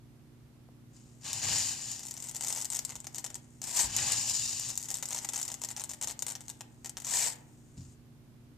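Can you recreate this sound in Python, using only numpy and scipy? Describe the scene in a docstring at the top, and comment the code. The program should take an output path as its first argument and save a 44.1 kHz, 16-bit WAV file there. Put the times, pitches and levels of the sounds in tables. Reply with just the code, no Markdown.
"""A hand rakes through dry lentils in a metal pot. Twice it scoops up a handful, lets it trickle back
and drops the rest in a short rush. Each contact between seeds is a tiny impact whose click scatters
inside the pot and faintly excites the modes of its wall; dense impacts merge into a noise.
An appliance hums in the quiet kitchen; near the end comes a soft bump."""
import sys
import numpy as np
from scipy import signal
from scipy.fft import rfft, irfft, next_fast_len
from scipy.io import wavfile
from scipy.ndimage import uniform_filter1d, map_coordinates

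SR = 44100
rng = np.random.default_rng(int(sys.argv[2]) if len(sys.argv) > 2 else 0)


def pcm_store(signal):
    """Save signal as 16-bit PCM."""
    levels = np.round(np.clip(np.atleast_2d(signal), -1, 1) * 32767)
    wavfile.write(sys.argv[1], SR, levels.astype(np.int16).T)


N = 378245

# Mains and motor lines. Each row: frequency in Hz, level in dB.
HUM_LINES = [(59.8, -74.5), (119.7, -60.5), (143.6, -64.5), (204, -74), (239.6, -63.5), (299.6, -70),
             (359.5, -73.5), (419.4, -79.5)]
# The kitchen's reverberation. Each row: frequency in Hz, t60 in seconds.
ROOM_DECAY = [(200, 0.89), (2000, 0.48), (7500, 0.1), (14000, 0.24)]
# Spectra. Each row: frequency in Hz, relative spectral density in dB.
AIR_SPECTRUM = [(20, -9.5), (60, 1.5), (140, 3.5), (190, -3), (270, -1), (400, -11.5), (700, -15.5),
                (1500, -24), (4000, -30.5), (14000, -36.5)]  # still room
RUMBLE_SPECTRUM = [(25, -21), (60, -17), (110, 7.5), (170, -9), (280, -9.5), (500, -44.5), (1200, -74)]  # shoved heap
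SLIP_SPECTRUM = [(3000, -41.5), (6200, -12), (7100, -7), (8300, -9.5), (9300, -21), (14000, -34.5)]  # creeping seeds
CLICK_SPECTRUM = [(240, -43.5), (400, -18.5), (685, -16.5), (857, -11), (1280, -20), (1530, -13.5),
                  (1750, -27), (1950, -12), (2370, -18.5), (2790, -14), (3760, -15), (5710, -7),
                  (7250, 4.5), (10100, -15), (14200, -17)]  # single seeds
POUR_SPECTRUM = [(210, -39), (350, -22), (681, -15.5), (860, -9), (1120, -16.5), (1250, -17.5),
                 (1350, -19.5), (1920, -13), (2210, -14.5), (3750, -13.5), (4880, -8), (6250, -5.5),
                 (7410, 3), (10300, -17), (14200, -19)]  # landing handful
GRIND_SPECTRUM = [(200, -53), (340, -24.5), (487, -24), (854, -16.5), (1030, -16.5), (1450, -21),
                  (1920, -12.5), (2210, -17), (3030, -8.5), (3540, -12), (5650, -1.5), (6400, -4.5),
                  (7140, 4.5), (8620, -5), (9320, -13.5), (14200, -24)]  # raked seeds
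# The seeds lie to the left. Each row: frequency in Hz, left minus right level in dB.
LEFT_BIAS = [(500, 0), (2000, 1), (4500, 2), (6000, 1), (7200, 6), (8500, 11), (10500, 13), (13000, 19)]
# Damped modes. Each row: frequency in Hz, relative level in dB, t60 in seconds.
TICK_MODES = [(523, -55, 0.038), (680, -43, 0.014), (890, -55, .022), (1200, -57, 0.02)]  # a faint, dull tick
STAND_MODES = [(69, -2, .2), (87.4, -3, 0.23), (132, 0, 0.19), (168, 5, 0.07), (270, -2.5, 0.097)]  # the full pot on its stand
POT_MODES = [(733, -23, .12), (784, -20, .12), (855, -19.5, .08), (980, -21, .05), (1380, -31, .15),
             (1912, -25, .06), (2709, -31, .2), (3131, -33, .12), (3298, -31, .2), (3707, -32, .2),
             (4843, -26, .06), (5539, -23, .12), (7100, -21, .05)]  # the wall and the air inside it
BRUSHED_MODES = [(2709, -44.5, .8), (3708, -46, .55), (5626, -49, .5)]  # the wall brushed by the hand
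# Soft knocks against the pot. Each row: start in seconds, relative level in dB.
POT_BUMPS = [(3.835, -34.5), (7.774, -31.5), (7.797, -32.5), (7.874, -43)]
# Envelopes. Each row: time in seconds, relative level in dB.
SETTLE_LEVELS = [(0.88, -86.5), (0.95, -67), (3.5, -65.5), (6.75, -69), (7.4, -66.5), (7.7, -69),
                 (7.93, -63), (8.0, -94.5)]  # the disturbed heap settling
SIFT_LEVELS = [
    [(2.03, -51.5), (2.35, -44.5), (2.59, -38.5), (2.68, -56), (2.76, -44), (3.0, -58.5), (3.45, -59)],
    [(4.72, -54.5), (4.9, -43.5), (5.05, -49), (5.16, -44), (5.28, -46), (5.9, -58.5), (6.6, -62)],
]  # seeds passing the fingers, one list per handful
POUR_LEVELS = [
    [(3.62, -45.5), (3.73, -40), (3.77, -30), (3.8, -26.5), (3.86, -36.5), (3.89, -78)],
    [(7.04, -50.5), (7.09, -38), (7.15, -30.5), (7.26, -31.5), (7.32, -44), (7.42, -78.5)],
]  # seeds falling back together, one list per handful
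# Single seeds that land or snap past each other.
# Each row: start in seconds, relative click energy in dB, extra knock on the heap in dB.
SEED_DROPS = [(1.331, -6.5, -6), (1.916, -12, -3), (2.110, -12.5, -7.5), (2.224, -16, -1),
              (2.295, -14.5, -15), (2.409, -10, 3.5), (2.483, -8, -7), (2.526, -6.5, -4), (2.702, -8.5, -4),
              (2.790, -6, -3.5), (2.850, -7.5, -6), (2.955, -15.5, 5), (3.003, -18.5, -6.5),
              (3.044, -24, 8.5), (3.069, -15, 3.5), (3.183, -10.5, -0.5), (3.243, -10.5, 4.5),
              (3.263, -15, 3.5), (3.302, -22.5, 7.5), (3.344, -15.5, -9), (3.354, -15.5, 3.5),
              (3.617, -14, -1.5), (3.640, -11, -2), (3.965, -1, -2), (4.120, -1.5, -7), (4.297, -4, -11),
              (4.597, -10, -3.5), (4.776, -5, -10.5), (4.942, -6.5, -7.5), (5.026, -10, 6),
              (5.056, -11, -5), (5.087, -12.5, -4), (5.247, -11.5, 5.5), (5.289, -8, 2), (5.429, -8.5, -5),
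              (5.617, -14, 4), (5.637, -10, 2), (5.648, -9.5, -3), (5.935, -17, 4.5), (6.073, -9.5, 2.5),
              (6.192, -13.5, -2), (6.223, -5.5, -0.5), (6.266, -10, 1.5), (6.283, -11, 4),
              (6.353, -14.5, 4), (6.407, -21, 4), (6.608, -19.5, 11), (6.846, -18.5, 6), (6.859, -14, 4),
              (6.895, -13.5, -4), (6.970, -15, 8), (7.001, -19.5, -1.5), (7.020, -22.5, 4),
              (7.047, -13, 2.5), (7.069, -12, 4)]
# Clumps that slide off the fingers seed by seed. Each row: start in seconds, length in seconds,
# seeds per second, relative click energy in dB, extra knock on the heap in dB.
SEED_CLUMPS = [(1.962, .37, 40, -19.5, 0.5), (2.061, .017, 163, -17, -6.5), (2.348, .025, 100, -11.5, -4),
               (2.423, .095, 82, -12.5, 0), (2.549, .11, 87, -13.5, -1.5), (2.719, .057, 135, -13, -0.5),
               (2.893, .025, 126, -22.5, 9.5), (3.146, .052, 81, -18.5, 2), (4.688, .021, 126, -12, -3),
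               (4.743, .125, 95, -18, -6), (4.887, .035, 74, -11.5, 0), (4.954, .032, 110, -15.5, -1.5),
               (5.107, .088, 107, -12.5, 3), (5.335, .08, 92, -12.5, 3.5), (5.452, .095, 58, -15, 3),
               (5.688, .042, 56, -17.5, 6), (5.765, .074, 71.4, -15.5, 4.5), (5.893, .022, 147, -17, 1.5),
               (6.013, .036, 104, -10.5, 2.5), (6.084, .035, 93, -14.5, 3), (6.302, .018, 132, -14.5, 2.5),
               (6.482, .031, 87, -17.5, 2)]
# The heap barely stirred, by a fingertip and later by the bump.
# Each row: peak time in seconds, relative level in dB, rise in seconds, fade in dB per second.
LIGHT_STIRS = [(0.96, -66, 0.056, 44.5), (7.781, -57.5, 0.019, 120)]
# Two digs through the heap, one list each.
# Each row: time in seconds, relative level in dB, body below about 3 kHz against the treble in dB.
DIGS = [
    [(1.21, -66, -11), (1.255, -42.5, -6), (1.37, -40.5, -10), (1.48, -33.5, -6.5), (1.57, -30, -11),
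     (1.63, -32, -15), (1.77, -42, -11), (1.91, -41.5, -14), (2.05, -53, -12)],
    [(3.86, -41, -8.5), (3.92, -41, -8.5), (3.99, -34, -7), (4.12, -30.5, -9.5), (4.24, -36.5, -14.5),
     (4.32, -32.5, -17.5), (4.5, -36, -17), (4.71, -40.5, -14), (4.74, -48, -11.5)],
]


def amp(db):
    """Decibels to amplitude ratio."""
    return 10 ** (np.asarray(db) / 20)


def unit(x):
    """Normalisation to rms 1."""
    return x / np.sqrt(np.mean(x ** 2) + 1e-20)


def unit_energy(x):
    """Normalisation of each channel to energy 1."""
    return x / np.linalg.norm(x, axis=-1, keepdims=True)


def along(points, hz):
    """Interpolation of (Hz, value) points on a log frequency axis."""
    knot_hz, values = np.transpose(points)
    return np.interp(np.log(hz + 1), np.log(knot_hz + 1), values)


def envelope(tables):
    """Amplitude envelope from lists of (seconds, dB) rows, silent outside them."""
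    t = np.arange(N) / SR
    gain = sum(amp(np.interp(t, *np.transpose(rows)[:2])) * (t >= rows[0][0]) * (t <= rows[-1][0])
               for rows in tables)
    return np.abs(uniform_filter1d(gain, size=256))


def wobble(rate):
    """Smooth random modulation with `rate` knots a second."""
    knots = rng.standard_normal(int(N * rate / SR) + 4)
    return map_coordinates(knots, [np.arange(N) * rate / SR], order=2)


def noise(spectrum, side_db):
    """Coloured stereo noise of rms 1; a weaker side signal makes the channels more coherent."""
    size = next_fast_len(N + 8192)
    colour = amp(along(spectrum, np.fft.rfftfreq(size, 1 / SR)))
    mid, side = irfft(rfft(rng.standard_normal((2, size))) * colour, size)[:, :N]
    return unit(mid + amp(side_db) * np.array([side, -side]))


def struck(modes, start_s, attack_s):
    """Free vibration: each mode is an exponentially damped sinusoid."""
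    age = np.maximum(np.arange(N) / SR - start_s, 0)
    ring = sum(amp(db - 60 * age / t60) * np.sin(2 * np.pi * hz * age) for hz, db, t60 in modes)
    return (1 - np.exp(-age / attack_s)) * ring


def background():
    """An appliance's slightly unsteady line spectrum lies over the broadband noise of the room."""
    t = np.arange(N) / SR
    hum = sum(amp(db + .5 * wobble(2)) * np.sin(2 * np.pi * (hz * t + rng.random()) + .1 * wobble(2))
              for hz, db in HUM_LINES)
    hiss = amp(-71.5) * noise([(200, -41.5), (1000, 5.5), (14000, -3.5)], side_db=2.2)
    air = amp(-60) * noise(AIR_SPECTRUM, side_db=-5)
    return (np.sqrt(2) * hum + air + hiss) * amp([[-.7], [.7]])


def kitchen_reverb(x):
    """Diffuse reverberation: convolution with noise that decays at its own rate in each band."""
    hz, t, bands = signal.stft(rng.standard_normal((2, SR // 2)), SR, nperseg=256)
    decay = amp(-60 * t / along(ROOM_DECAY, hz)[:, None])
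    tail = signal.istft(bands * decay, SR, nperseg=256)[1]
    return signal.oaconvolve(x, unit_energy(tail), axes=1)[:, :N]


def dull_tick():
    """Heavily damped modes give one faint tick before the hand moves."""
    return struck(TICK_MODES, start_s=.688, attack_s=.001)


def bumps():
    """Soft impacts excite the low modes of the pot on its stand."""
    rocking = sum(amp(db - 8.0) * struck(STAND_MODES, s, attack_s=0.0054) for s, db in POT_BUMPS)
    return signal.sosfilt(signal.butter(2, 50, "high", fs=SR, output="sos"), rocking + 1e-20)


def depth_db(surface_body_db=-13.5):
    """Spectral balance follows depth: deeper digging has more body than grinding at the surface."""
    s, _, body_db = np.concatenate(DIGS).T
    return np.interp(np.arange(N) / SR, s, body_db) - surface_body_db


def heap_rumble(shove_db=-19, lurch_db=2.5, push_hz=56, push_db=-40.0, push_t60=0.28):
    """Forced vibration: the heap rumbles with force and depth; the plunging hand adds one low push."""
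    push = struck([(push_hz, push_db, push_t60)], start_s=3.845, attack_s=0.0052)
    shove = envelope(DIGS) * amp(shove_db + depth_db() + lurch_db * wobble(17))
    return push + shove * noise(RUMBLE_SPECTRUM, side_db=-12.0)


def brushed_wall():
    """Lightly damped modes of the wall sing on after the hand brushes it."""
    return struck(BRUSHED_MODES, start_s=4.41, attack_s=0.01)


def click(spectrum, pitch, ripple_db, size=1024):
    """An impact is a minimum-phase pulse; smaller seeds ring higher, each with its own resonances."""
    hz = np.fft.rfftfreq(size, 1 / SR)
    balance = amp(np.outer([1, -1], along(LEFT_BIAS, hz)) / 2)
    shifted_hz = np.where(hz < 11000, hz / pitch, hz)
    ripple = unit(uniform_filter1d(rng.standard_normal(len(hz)), size=12)) * (hz > 3000)
    gain = amp(along(spectrum, shifted_hz) + ripple_db * ripple) * balance / balance.mean(0)
    # folding the cepstrum makes the pulse causal
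    cepstrum = irfft(np.log(np.maximum(gain, 1e-4)))
    cepstrum[:, 1:size // 2] *= 2
    cepstrum[:, size // 2 + 1:] = 0
    pulse = irfft(np.exp(rfft(cepstrum)))
    return pulse / np.linalg.norm(pulse.mean(0))


def pot_response(echo_db, ring_db, t60=0.015, lag_spread_s=.00004, left_late_s=.000022, paths=60):
    """The impulse response of one spot in the pot: direct sound, wall reflections and modal ringing."""
    t = np.arange(SR // 5) / SR
    delay = np.append(.0002, rng.uniform(.0006, .025, paths))
    reflections = unit_energy(rng.standard_normal(paths) * amp(-60 * delay[1:] / t60))
    gain = np.append(1, amp(echo_db) * reflections)
    # each path has its own direction, hence its own lag between the channels
    lag = lag_spread_s * rng.standard_normal(paths + 1) * np.append(.35, np.ones(paths)) - left_late_s
    arrival = (delay + np.outer([-.5, .5], lag)) * SR
    echo = np.zeros((2, len(t)))
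    echo[:, :SR // 32] = gain @ np.sinc(np.arange(SR // 32) - arrival[:, :, None])
    ring = 0
    for hz, db, mode_t60 in POT_MODES:
        mode = unit_energy(np.sin(2 * np.pi * hz * t) * amp(-60 * t / mode_t60))
        ring += rng.choice([-1, 1]) * amp(db) * mode
    return echo + amp(ring_db) * ring


def radiate(at, strength, knock_db, spectrum, echo_db, ring_db, pitch_spread, spots, ripple_db=0):
    """Superposition of impacts at samples `at` over spots in the pot; knock_db weights their low band."""
    out = np.zeros((2, N))
    spot_of = rng.integers(spots, size=N)[at // 64]
    low, high = (signal.butter(3, 3200, kind, fs=SR, output="sos") for kind in ("low", "high"))
    knock_strength = strength * amp(knock_db)
    for spot in range(spots):
        here = spot_of == spot
        snap = signal.sosfilt(high, np.bincount(at[here], strength[here], N) + 1e-20)
        knock = signal.sosfilt(low, np.bincount(at[here], knock_strength[here], N) + 1e-20)
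        pitch = np.exp(pitch_spread * rng.normal())
        pulse = click(spectrum, pitch, ripple_db)
        response = signal.fftconvolve(pulse, pot_response(echo_db, ring_db), axes=1)
        out += signal.oaconvolve((snap + knock)[None], response, axes=1)[:, :N]
    return out


def swarm(gain, rate, crowding, scatter_db):
    """Shot noise of rms `gain`: faster motion makes more contacts (`rate` a second at -35 dB)."""
    chance = np.clip(rate / SR * (gain / amp(-35)) ** crowding, 1e-6, .5)
    at = np.flatnonzero(rng.random(N) < chance)
    size_db = scatter_db * np.clip(rng.standard_normal(N), -2, 2)
    size = unit(amp(size_db)) * rng.choice([-1, 1], N)
    return at, (size * gain / np.sqrt(chance))[at]


def settling():
    """Granular creep: countless tiny slips make a thin hiss at the seeds' own pitch."""
    at, strength = swarm(envelope([SETTLE_LEVELS]) * amp(-6.5), rate=6600, crowding=0.087, scatter_db=7.5)
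    return radiate(at, strength, knock_db=0, spectrum=SLIP_SPECTRUM,
                   echo_db=-3.5, ring_db=0, pitch_spread=.01, spots=3)


def sifting():
    """Granular flow: faint clusters of seeds slip through the fingers, thinning as the hand empties."""
    flow = envelope(SIFT_LEVELS) * amp(-7.0 + 3 * wobble(40))
    at, strength = swarm(flow, rate=4900, crowding=.6, scatter_db=5.5)
    return radiate(at, strength, knock_db=5, spectrum=CLICK_SPECTRUM,
                   echo_db=-4, ring_db=-4.5, pitch_spread=0.043, spots=8, ripple_db=3.5)


def clump_seeds(jitter=.3, scatter_db=2.6, most_seeds=32):
    """Quasi-periodic release: a clump sheds seeds at uneven gaps; the sharper snaps knock less."""
    seeds, turn = [], np.arange(most_seeds)
    for start, length, rate, db, knock_db in SEED_CLUMPS:
        late, size = np.clip(rng.standard_normal((2, most_seeds)), -2, 2)
        s = start + (turn + jitter * late * (turn > 0)) / rate
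        size_db = scatter_db * size
        seeds.append(np.column_stack([s, db + size_db, knock_db - size_db])[turn < length * rate])
    return np.concatenate(seeds)


def trickle(hop_s=.0035, first_hop_db=-8.0, loss_db=3, bounce=0.59, hops=4):
    """Inelastic impact: seed on seed snaps; a seed that knocks on the heap skips on, ever more weakly."""
    s, db, knock_db = np.vstack([SEED_DROPS, clump_seeds()]).T
    hop_delays = hop_s * np.cumsum(rng.uniform(.2, 1.8, (len(s), hops)), axis=1)
    rebound_db = db + first_hop_db + bounce * np.clip(knock_db, -10, 5)
    hop_db = rebound_db[:, None] - loss_db * np.arange(hops) + 0.45 * rng.standard_normal((len(s), hops))
    strength = amp(np.column_stack([db, hop_db]) - 2.79).ravel()
    times = np.column_stack([s, s[:, None] + hop_delays])
    at = np.clip(times * SR, 0, N - 1).astype(int).ravel()
    return radiate(at, strength, knock_db=np.repeat(knock_db, hops + 1) + 0.24, spectrum=CLICK_SPECTRUM,
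                   echo_db=-2.5, ring_db=-3.0, pitch_spread=0.064, spots=24, ripple_db=3)


def pouring():
    """Impacts fuse as their rate rises: the rest of each handful lands, a patter thickening to a rush."""
    flow = envelope(POUR_LEVELS) * amp(-3.5 + 0.68 * wobble(70))
    at, strength = swarm(flow, rate=2900, crowding=0.74, scatter_db=3.0)
    return radiate(at, strength, knock_db=0, spectrum=POUR_SPECTRUM,
                   echo_db=1.5, ring_db=-8, pitch_spread=0.0367, spots=16)


def stir_envelope():
    """Relaxation: each light stir rises quickly and dies away exponentially."""
    t = np.arange(N) / SR
    return sum(np.clip(1 + (t - s) / rise, 0, 1) * amp(db - fade * np.maximum(t - s, 0))
               for s, db, rise, fade in LIGHT_STIRS)


def raking():
    """Granular shear: fingers force seeds past each other in small avalanches, fuller when deeper."""
    effort = (envelope(DIGS) + stir_envelope()) * amp(-3.5 + 1.3 * wobble(70))
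    at, strength = swarm(effort, rate=5500, crowding=0.39, scatter_db=4.0)
    return radiate(at, strength, knock_db=depth_db()[at], spectrum=GRIND_SPECTRUM,
                   echo_db=-1.0, ring_db=0.5, pitch_spread=0.0254, spots=10)


def scene():
    """Direct and reverberant sound add: the lentils close by, the kitchen behind them."""
    seeds = raking() + pouring() + trickle() + sifting() + settling() + brushed_wall()
    return seeds + amp(-8.5) * kitchen_reverb(seeds) + bumps() + heap_rumble() + dull_tick() + background()


def record(dry, top_hz=14300):
    """Band limiting: an ideal low-pass filter passes nothing above top_hz."""
    size = next_fast_len(N + 8192)
    passband = np.fft.rfftfreq(size, 1 / SR) < top_hz
    return irfft(rfft(dry, size) * passband, size)[:, :N]


dry = scene()
out = record(dry)
pcm_store(out)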